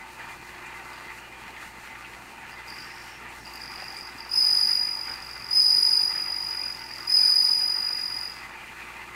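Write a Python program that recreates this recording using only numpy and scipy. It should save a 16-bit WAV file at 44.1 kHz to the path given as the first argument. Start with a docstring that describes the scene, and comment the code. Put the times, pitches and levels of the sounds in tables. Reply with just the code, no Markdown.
"""A restless hiss and mains hum run throughout, dotted with small ticks and a few faint bumps.
From 2.5 s a bell cricket in a plastic case warms up with light strokes and dry brushing of its wings.
At 4.3, 5.5 and 7.1 s it sings three ringing chirps, each swelling fast and tiring into a soft tail.
Every stroke drags a scraper over a file, driving a wing resonance near 5 kHz; case and room echo it."""
import sys
import numpy as np
from scipy import signal
from scipy.fft import rfft, irfft, next_fast_len
from scipy.io import wavfile
from scipy.ndimage import uniform_filter1d

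SR = 44100
rng = np.random.default_rng(int(sys.argv[2]) if len(sys.argv) > 2 else 0)


def transcribe(u):
    """Save the signal u as a 16-bit wav file named by the first command-line argument.

    u: samples, shape (n,) or (channels, n), limited to [-1, 1]; the rate is SR.
    q: integer samples, one column per channel.
    """
    v = np.clip(np.atleast_2d(u).T, -1, 1)
    q = np.round(v * 32767).astype(np.int16)
    wavfile.write(sys.argv[1], SR, q)


N = 403515
T = np.arange(N) / SR
EASY_HZ = 4869  # rate of tooth strikes in an effortless stroke

# pace of the wings, slowing before each chirp: time_s, strokes_per_s
STROKE_RATE = [(2.45, 48.05), (3.06, 51.18), (3.72, 49.3), (4.21, 45.11), (4.85, 50.87), (5.22, 45.74),
               (5.55, 45.36), (5.69, 48.14), (6.45, 48.78), (6.87, 41.75), (7.34, 46.66), (7.85, 48.26),
               (8.13, 45.52)]


def gain_of(db):
    """Decibels to amplitude."""
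    return 10 ** (np.asarray(db) / 20)


def unit_rms(x):
    """Normalisation to an rms of one."""
    return x / np.sqrt(np.mean(x ** 2) + 1e-20)


def steadied(x, size=1830):
    """Normalisation to an rms of one over every few wing strokes."""
    return x / np.sqrt(abs(uniform_filter1d(uniform_filter1d(x ** 2, size), size)) + 1e-12)


def curves(rows):
    """Linear interpolation in time of each column after the first."""
    times, *columns = np.transpose(rows)
    return [np.interp(T, times, column) for column in columns]


def spectrum_db(points, hz):
    """Interpolation of a spectrum on a log-frequency axis."""
    point_hz, level_db = np.transpose(points)
    return np.interp(np.log(hz + 1), np.log(point_hz + 1), level_db)


def coloured(x, colour_db):
    """Spectral shaping by a function from Hz to dB, at unit rms."""
    size = next_fast_len(N)
    response = gain_of(colour_db(np.fft.rfftfreq(size, 1 / SR)))
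    return unit_rms(irfft(rfft(x, size) * response, size)[:N])


def wander(rate_hz):
    """Random modulation of unit rms, lying mostly below rate_hz."""
    points = rng.standard_normal(N // 8)
    return unit_rms(np.interp(T * rate_hz * 2, np.arange(len(points)), points))


def ramp(x):
    """A share held between zero and one."""
    return np.clip(x, 0, 1)


def gate(start_s, length_s, attack_s, release_db_per_s):
    """Amplitude envelope: linear attack, hold, exponential decay."""
    release_db = -release_db_per_s * np.maximum(T - start_s - length_s, 0)
    return ramp((T - start_s) / attack_s) * gain_of(release_db)


def add(mix, start_s, sound):
    """Superposition of a sound on the mix, in place."""
    part = mix[round(start_s * SR):][:len(sound)]
    part += sound[:len(part)]


def resonate(x, hz, width_hz):
    """Forced response of a damped resonator with a peak gain near one."""
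    radius = np.exp(-np.pi * width_hz / SR)
    return 2 * signal.lfilter([1 - radius], [1, -radius * np.exp(2j * np.pi * hz / SR)], x).real


def patchy(x, depth_db, size=512):
    """Amplitude modulation by band: each swells and fades for some tens of milliseconds."""
    spectra = signal.stft(x, nperseg=size)[2]
    patches = uniform_filter1d(rng.standard_normal(spectra.T.shape), size=8, axis=0)
    patches = unit_rms(uniform_filter1d(patches, size=4, axis=1))
    return unit_rms(signal.istft(spectra * gain_of(depth_db * patches.T), nperseg=size)[1][:N])


def hiss(flutter_db=0.99, grains_per_s=260, air_db=-55.0, air_follow=0.2):
    """Filtered noise: a fluttering, slightly grainy rush in fixed resonances, with a fine top."""
    # broad spectrum of the rush: frequency_hz, relative_db
    rush_spectrum = [(25, -10), (80, -7), (150, -4.5), (230, -2), (330, -4.5), (450, -6), (620, -7.5),
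                     (800, -0.5), (1900, 2.5), (2250, 0), (2720, -1), (3050, -9.5), (3700, -16),
                     (4500, -12)]
    # its resonances and notches: centre_hz, width_hz, lift_db
    resonances = [(777, 5.7, 9), (899, 68, 8), (1028, 11, -16), (1204, 15, 6.5), (1320, 70, -3),
                  (1355, 5.3, 8.5), (1507, 8.2, 9.5), (1556, 59, -9), (1670, 30, -1), (1970, 57, 0.5),
                  (2045, 44, 8), (2216, 89, -5), (2275, 6.8, 8), (2410, 6.7, 13), (2456, 19, 6)]
    # spectrum of the fine top: frequency_hz, relative_db
    air_spectrum = [(3000, -6.5), (4400, 3), (5300, -2.5), (7000, -1), (8000, -3), (9300, -2.5),
                    (9900, -7.5), (13500, -8), (15700, -13)]
    # slow swell of the rush: time_s, relative_db
    swell = [(0.03, -45), (0.31, -43.5), (0.39, -44.5), (1.03, -41.5), (1.31, -45.5), (1.63, -42),
             (1.67, -46), (1.91, -42.5), (2.19, -45.5), (2.87, -42.5), (3.19, -43), (3.27, -40.5),
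             (3.43, -48), (3.47, -44.5), (3.75, -42.5), (4.39, -44.5), (4.59, -41), (5.03, -44),
             (5.07, -42.5), (5.67, -45), (6.11, -43.0), (7.67, -43.5), (9.03, -42.0), (9.11, -45.5)]

    def colour_db(hz):
        peaks = sum(db / (1 + (2 * (hz - centre) / width) ** 2) for centre, width, db in resonances)
        return spectrum_db(rush_spectrum, hz) + peaks - 10 * np.log10(1 + (hz / 4300) ** 14)

    swell_db, = curves(swell)
    mean_db = swell_db.mean()
    grains = unit_rms((rng.random(N) < grains_per_s / SR) * rng.standard_normal(N))
    noise = patchy(rng.standard_normal(N) + gain_of(-10) * grains, depth_db=1.87)
    body = coloured(noise, colour_db)
    low = signal.sosfiltfilt(signal.butter(3, 900, fs=SR, output="sos"), body)  # this part stays level
    moving_db = swell_db - mean_db + flutter_db * wander(22)
    rush = gain_of(mean_db + 0.63) * (low + (body - low) * gain_of(moving_db))
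    air = coloured(rng.standard_normal(N) + gain_of(-12) * grains, lambda hz: spectrum_db(air_spectrum, hz))
    return rush + air * gain_of(air_db + air_follow * moving_db + 1.55 * wander(11))


def hum(waver=0.2):
    """The line spectrum of a mains appliance, wavering slightly in amplitude and phase."""
    # steady partials: frequency_hz, rms_db
    partials = [(58.8, -61), (119.9, -64), (240, -76), (330, -66), (359.7, -62)]
    out = np.zeros(N)
    for hz, db in partials:
        amplitude = np.sqrt(2) * gain_of(db) * (1 + waver * wander(1.7))
        out += amplitude * np.sin(2 * np.pi * (hz * T + rng.random()) + waver * wander(0.84))
    return out


def ticks():
    """Damped transients: exponentially decaying noise, passed twice through a resonance."""
    # ticks, rustles and bumps: start_s, peak_db, centre_hz, width_hz, decay_s
    bursts = [(.2, -30.5, 1710, 900, .04), (.66, -46, 7000, 3000, 0.022), (.873, -74, 9000, 5000, 0.013),
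              (.93, -46, 4830, 300, 0.072), (1.564, -34, 1900, 800, 0.0088),
              (1.627, -31.5, 1330, 700, 0.0097), (1.951, -33, 1990, 700, 0.0099),
              (2.045, -32.5, 2510, 500, 0.017), (2.132, -33, 2060, 600, 0.013),
              (3.29, -48, 8300, 1800, .03), (3.401, -46, 102, 111, 0.017), (3.535, -40, 12300, 2500, .004),
              (3.557, -39, 11500, 2500, 0.0046), (3.616, -44, 12100, 6160, 0.0032),
              (3.738, -35, 1798, 1400, 0.0055), (3.822, -31, 770, 417, 0.012),
              (3.971, -43, 8660, 2000, .025), (4.15, -41, 172, 220, .012), (5.081, -31, 1504, 1160, 0.058),
              (6.15, -31, 1745, 1293, 0.051), (7.984, -34, 1800, 1210, 0.0062),
              (8.79, -33, 1770, 1000, 0.05)]
    out, t = np.zeros(N), T[:SR // 5]
    for start_s, peak_db, hz, width_hz, decay_s in bursts:
        burst = rng.standard_normal(len(t)) * np.exp(-t / decay_s)
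        burst = resonate(resonate(burst, hz, width_hz), hz, width_hz)
        add(out, start_s, gain_of(peak_db) * burst / abs(burst).max())
    return out


def wing_drive():
    """Driving force of the song: pitch and grip of the scraper rise with effort, and so with level."""
    # light runs of strokes before and between the chirps: start_s, length_s, level_db, base_pitch_hz
    runs = [(2.509, .025, -58, 4820), (2.67, .065, -45, 4820), (2.774, .058, -45.5, 4820),
            (2.859, .2, -65, 4770), (3.445, 0.031, -46.5, 4815), (3.532, .035, -45, 4850),
            (3.594, .48, -45.5, 4910), (4.175, .14, -48.5, 4850), (5.209, .3, -43.5, 4885),
            (6.739, .34, -43, 4935)]
    # full chirps: start_s, firm_s, easing_s, length_s, peak_db, tail_db, end_db, lift_hz
    chirps = [(4.301, .41, .27, .83, -19, -34, -37.5, 124.9),
              (5.494, .51, 0.1167, 1.2, -17, -30, -33, 74.86),
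              (7.065, .41, .30, 1.19, -17, -28.5, -33.5, 96.4)]
    attack_s, attack_from_db, tire_db_per_s, release_db_per_s = 0.086, -20.5, 8.5, 167.5
    lift_s, clean_s, settle_s, held_at_s, held_s = .12, .1, .11, 0.0845, 0.014
    run_slip, clean_slip, firm_slip = .8, .22, 0.94  # slip late in each stroke, 0-1
    easy_db, full_db, effort_hz, easy_grip, full_grip = -46, -18, 123.8, .26, .87
    loudest, pitch = np.full(N, gain_of(-130)), np.full(N, float(EASY_HZ))
    slip, held = np.full(N, run_slip), np.zeros(N)
    for start_s, length_s, db, hz in runs:
        run = gain_of(db) * gate(start_s, length_s, attack_s=0.013, release_db_per_s=400.5)
        pitch = np.where(run > loudest, hz, pitch)
        loudest = np.maximum(loudest, run)
    for start_s, firm_s, easing_s, length_s, peak_db, tail_db, end_db, lift_hz in chirps:
        t = T - start_s
        # a chirp swells quickly, tires slowly and dies away when the wings part
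        tired_db = peak_db - tire_db_per_s * firm_s
        db = np.interp(t, [0, firm_s, firm_s + easing_s, length_s], [peak_db, tired_db, tail_db, end_db])
        db += attack_from_db * np.maximum(1 - t / attack_s, 0) ** 2
        chirp = gain_of(db - release_db_per_s * np.maximum(t - length_s, 0))
        # it opens on a clean, lifted note, whose last strokes run together before the scraper slips
        lift = lift_hz * ramp(2 * t / attack_s) * np.exp(-np.maximum(t - attack_s / 2, 0) / lift_s)
        held += ramp(2 - 2 * abs(t - held_at_s) / held_s)
        slipping = (t > clean_s) * (1 - ramp((t - firm_s) / settle_s))
        pitch = np.where(chirp > loudest, EASY_HZ + lift, pitch)
        slip = np.where(chirp > loudest, clean_slip + (firm_slip - clean_slip) * slipping, slip)
        loudest = np.maximum(loudest, chirp)
    level_db = 20 * np.log10(loudest)
    effort = ramp((level_db - easy_db) / (full_db - easy_db))
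    grip = ramp(easy_grip + (full_grip - easy_grip) * effort ** 1.15)
    return level_db, pitch + effort_hz * effort ** 1.5, grip, slip * (1 - held), held


def cricket(light_span=0.24, firm_span=1.6, sag_hz=185, held_db=4, uneven_db=0.3):
    """Stridulation: each stroke plays the file, longer with a firm grip, flatter where it slips."""
    rate, = curves(STROKE_RATE)
    level_db, pitch, grip, slip, held = wing_drive()
    cycles = np.cumsum(rate * (T >= STROKE_RATE[0][0])) / SR + .14
    stroke = np.floor(cycles).astype(int) + 1
    strength, shift, catch, detune = rng.standard_normal((N // 400, 4))[stroke].T  # one draw a stroke
    span = np.clip(light_span + (firm_span - light_span) * grip ** 2, .05, 2)
    along = np.clip((cycles % 1 - .5 + 0.012 * shift) / span + .5, 0, 1)  # 0-1 along the file
    # pressure builds gently and lets go faster
    pressure = uniform_filter1d(np.abs(np.sin(np.pi * along ** 1.55)), size=80)
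    contact_db = held_db * held + uneven_db * strength + 3.08 * slip * wander(250)
    contact = (pressure + held * (1 - pressure)) * gain_of(contact_db)
    sag = sag_hz * slip * (1 + np.tanh((along - .66) / 0.064)) / 2
    jitter = 35 * (0.47 + slip) * wander(300)
    tooth_hz = pitch - sag + (5 + 45 * (1 - grip) ** 4) * detune + jitter
    # a slipping scraper catches anew at every stroke; a firm one keeps the wing ringing in step
    jumps = uniform_filter1d(np.diff(stroke, prepend=0) * np.tanh(catch) * slip / 2, size=150)
    phase = 2 * np.pi * np.cumsum(tooth_hz / SR + jumps)
    ring = gain_of(level_db) * wing_ring(contact, phase, grip)
    return ring + file_rasp(pressure, level_db, pitch, grip, slip)


def wing_ring(contact, phase, grip, lead_s=0.0055):
    """Forced vibration: three harmonics of the tooth strikes each drive a resonance of the wing."""
    # wing resonances at the first, second and third partial: centre_hz, width_hz
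    modes = [(4950, 183), (9920, 84), (14400, 350)]
    first = contact * np.sin(phase)
    # the overtones sound through the whole stroke, however light
    second, third = (np.sqrt(abs(contact)) * np.sin(k * phase) for k in (2, 3))
    # a light touch is mostly a tick, a firm one mostly the ring of the wing
    tick = (0.14 + 0.97 * (1 - grip) ** 3) * first
    fundamental = steadied(case(resonate(first, *modes[0]) + tick))
    # the octave speaks early in the stroke, before the ring has built up
    octave = steadied(np.roll(resonate(second, *modes[1]), -round(lead_s * SR)))
    twelfth = steadied(case(third + 2.4 * resonate(third, *modes[2])))
    return fundamental + octave * gain_of(-17 - 5 * grip) + twelfth * gain_of(-17.5 - 14.4 * grip)


def file_rasp(pressure, level_db, pitch, grip, slip, bite_db_per_hz=0.0248):
    """Friction noise: the scrape goes on between strokes and fades less than the ring."""
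    # scraping spectrum of the file: frequency_hz, relative_db
    rasp_spectrum = [(3000, -24), (4350, -10.5), (4700, 14.5), (5550, 0.5), (5950, -7), (6250, -7),
                     (7000, -18.5), (9000, -18), (10400, -7.5), (10950, -13.5), (11600, -13.5),
                     (12000, -21), (12400, -16), (14000, -19), (15700, -20)]
    teeth = rng.standard_normal(N) * (pressure + .7) * gain_of(2 * wander(400))
    scrape = coloured(teeth, lambda hz: spectrum_db(rasp_spectrum, hz))
    bite_db = bite_db_per_hz * np.maximum(pitch - EASY_HZ, 0)
    return scrape * gain_of(-25.5 + 0.47 * level_db - 11.9 * grip + 3.1 * slip + bite_db)


def case(x):
    """Early reflection: the near plastic walls return each stroke as delayed, weaker copies."""
    # nearest reflections: delay_s, gain_db
    walls = [(.005238, -13), (.010363, -16)]
    out = x.copy()
    for delay_s, gain_db in walls:
        add(out, delay_s, gain_of(gain_db) * x)
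    return out


def room(x, tail_t60_s=.5, early_t60_s=.07, early_db=1):
    """Reverberation: sparse reflections of random sign, a quick early cluster and a longer tail."""
    t = T[:SR // 2]
    taps = rng.choice([-1., 1.], len(t)) * (rng.random(len(t)) < .06) * (t > .006)
    taps *= gain_of(-60 * t / tail_t60_s) + gain_of(early_db - 60 * t / early_t60_s)
    return signal.fftconvolve(x, taps / np.linalg.norm(taps))[:N]


def brushing(hz=5420, width_hz=600):
    """Sliding friction: wings that brush without catching whisper in pulses at the stroke rate."""
    # spells of brushing: start_s, length_s, level_db
    spells = [(2.702, 0.47, -56.5), (3.353, 0.068, -54)]
    rate, = curves(STROKE_RATE)
    envelope = sum(gain_of(db) * gate(start_s, length_s, attack_s=0.088, release_db_per_s=435)
                   for start_s, length_s, db in spells)
    rub = rng.standard_normal(N) * (1 + 0.42 * np.cos(2 * np.pi * np.cumsum(rate) / SR))
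    return unit_rms(resonate(resonate(rub, hz, width_hz), hz, width_hz)) * envelope


def scene():
    """Superposition of the background, the cricket and its echo in one channel."""
    song = gain_of(-0.06) * cricket() + brushing()
    echo = gain_of(-10) * room(song)
    return (song + echo + hiss() + hum() + ticks())[None]


def record(dry, ceiling_db=-10.5, cutoff_hz=15800):
    """Fast limiting rounds the tops of the loudest strokes; a low-pass filter then limits the band."""
    envelope = uniform_filter1d(abs(signal.hilbert(dry, next_fast_len(N))[:, :N]), size=40)
    limited = dry / (1 + (envelope / gain_of(ceiling_db)) ** 6) ** (1 / 6)
    low_pass = signal.firwin(511, cutoff_hz, window=("kaiser", 9), fs=SR)
    return signal.oaconvolve(limited, low_pass[None], "same")


dry = scene()
out = record(dry)
transcribe(out)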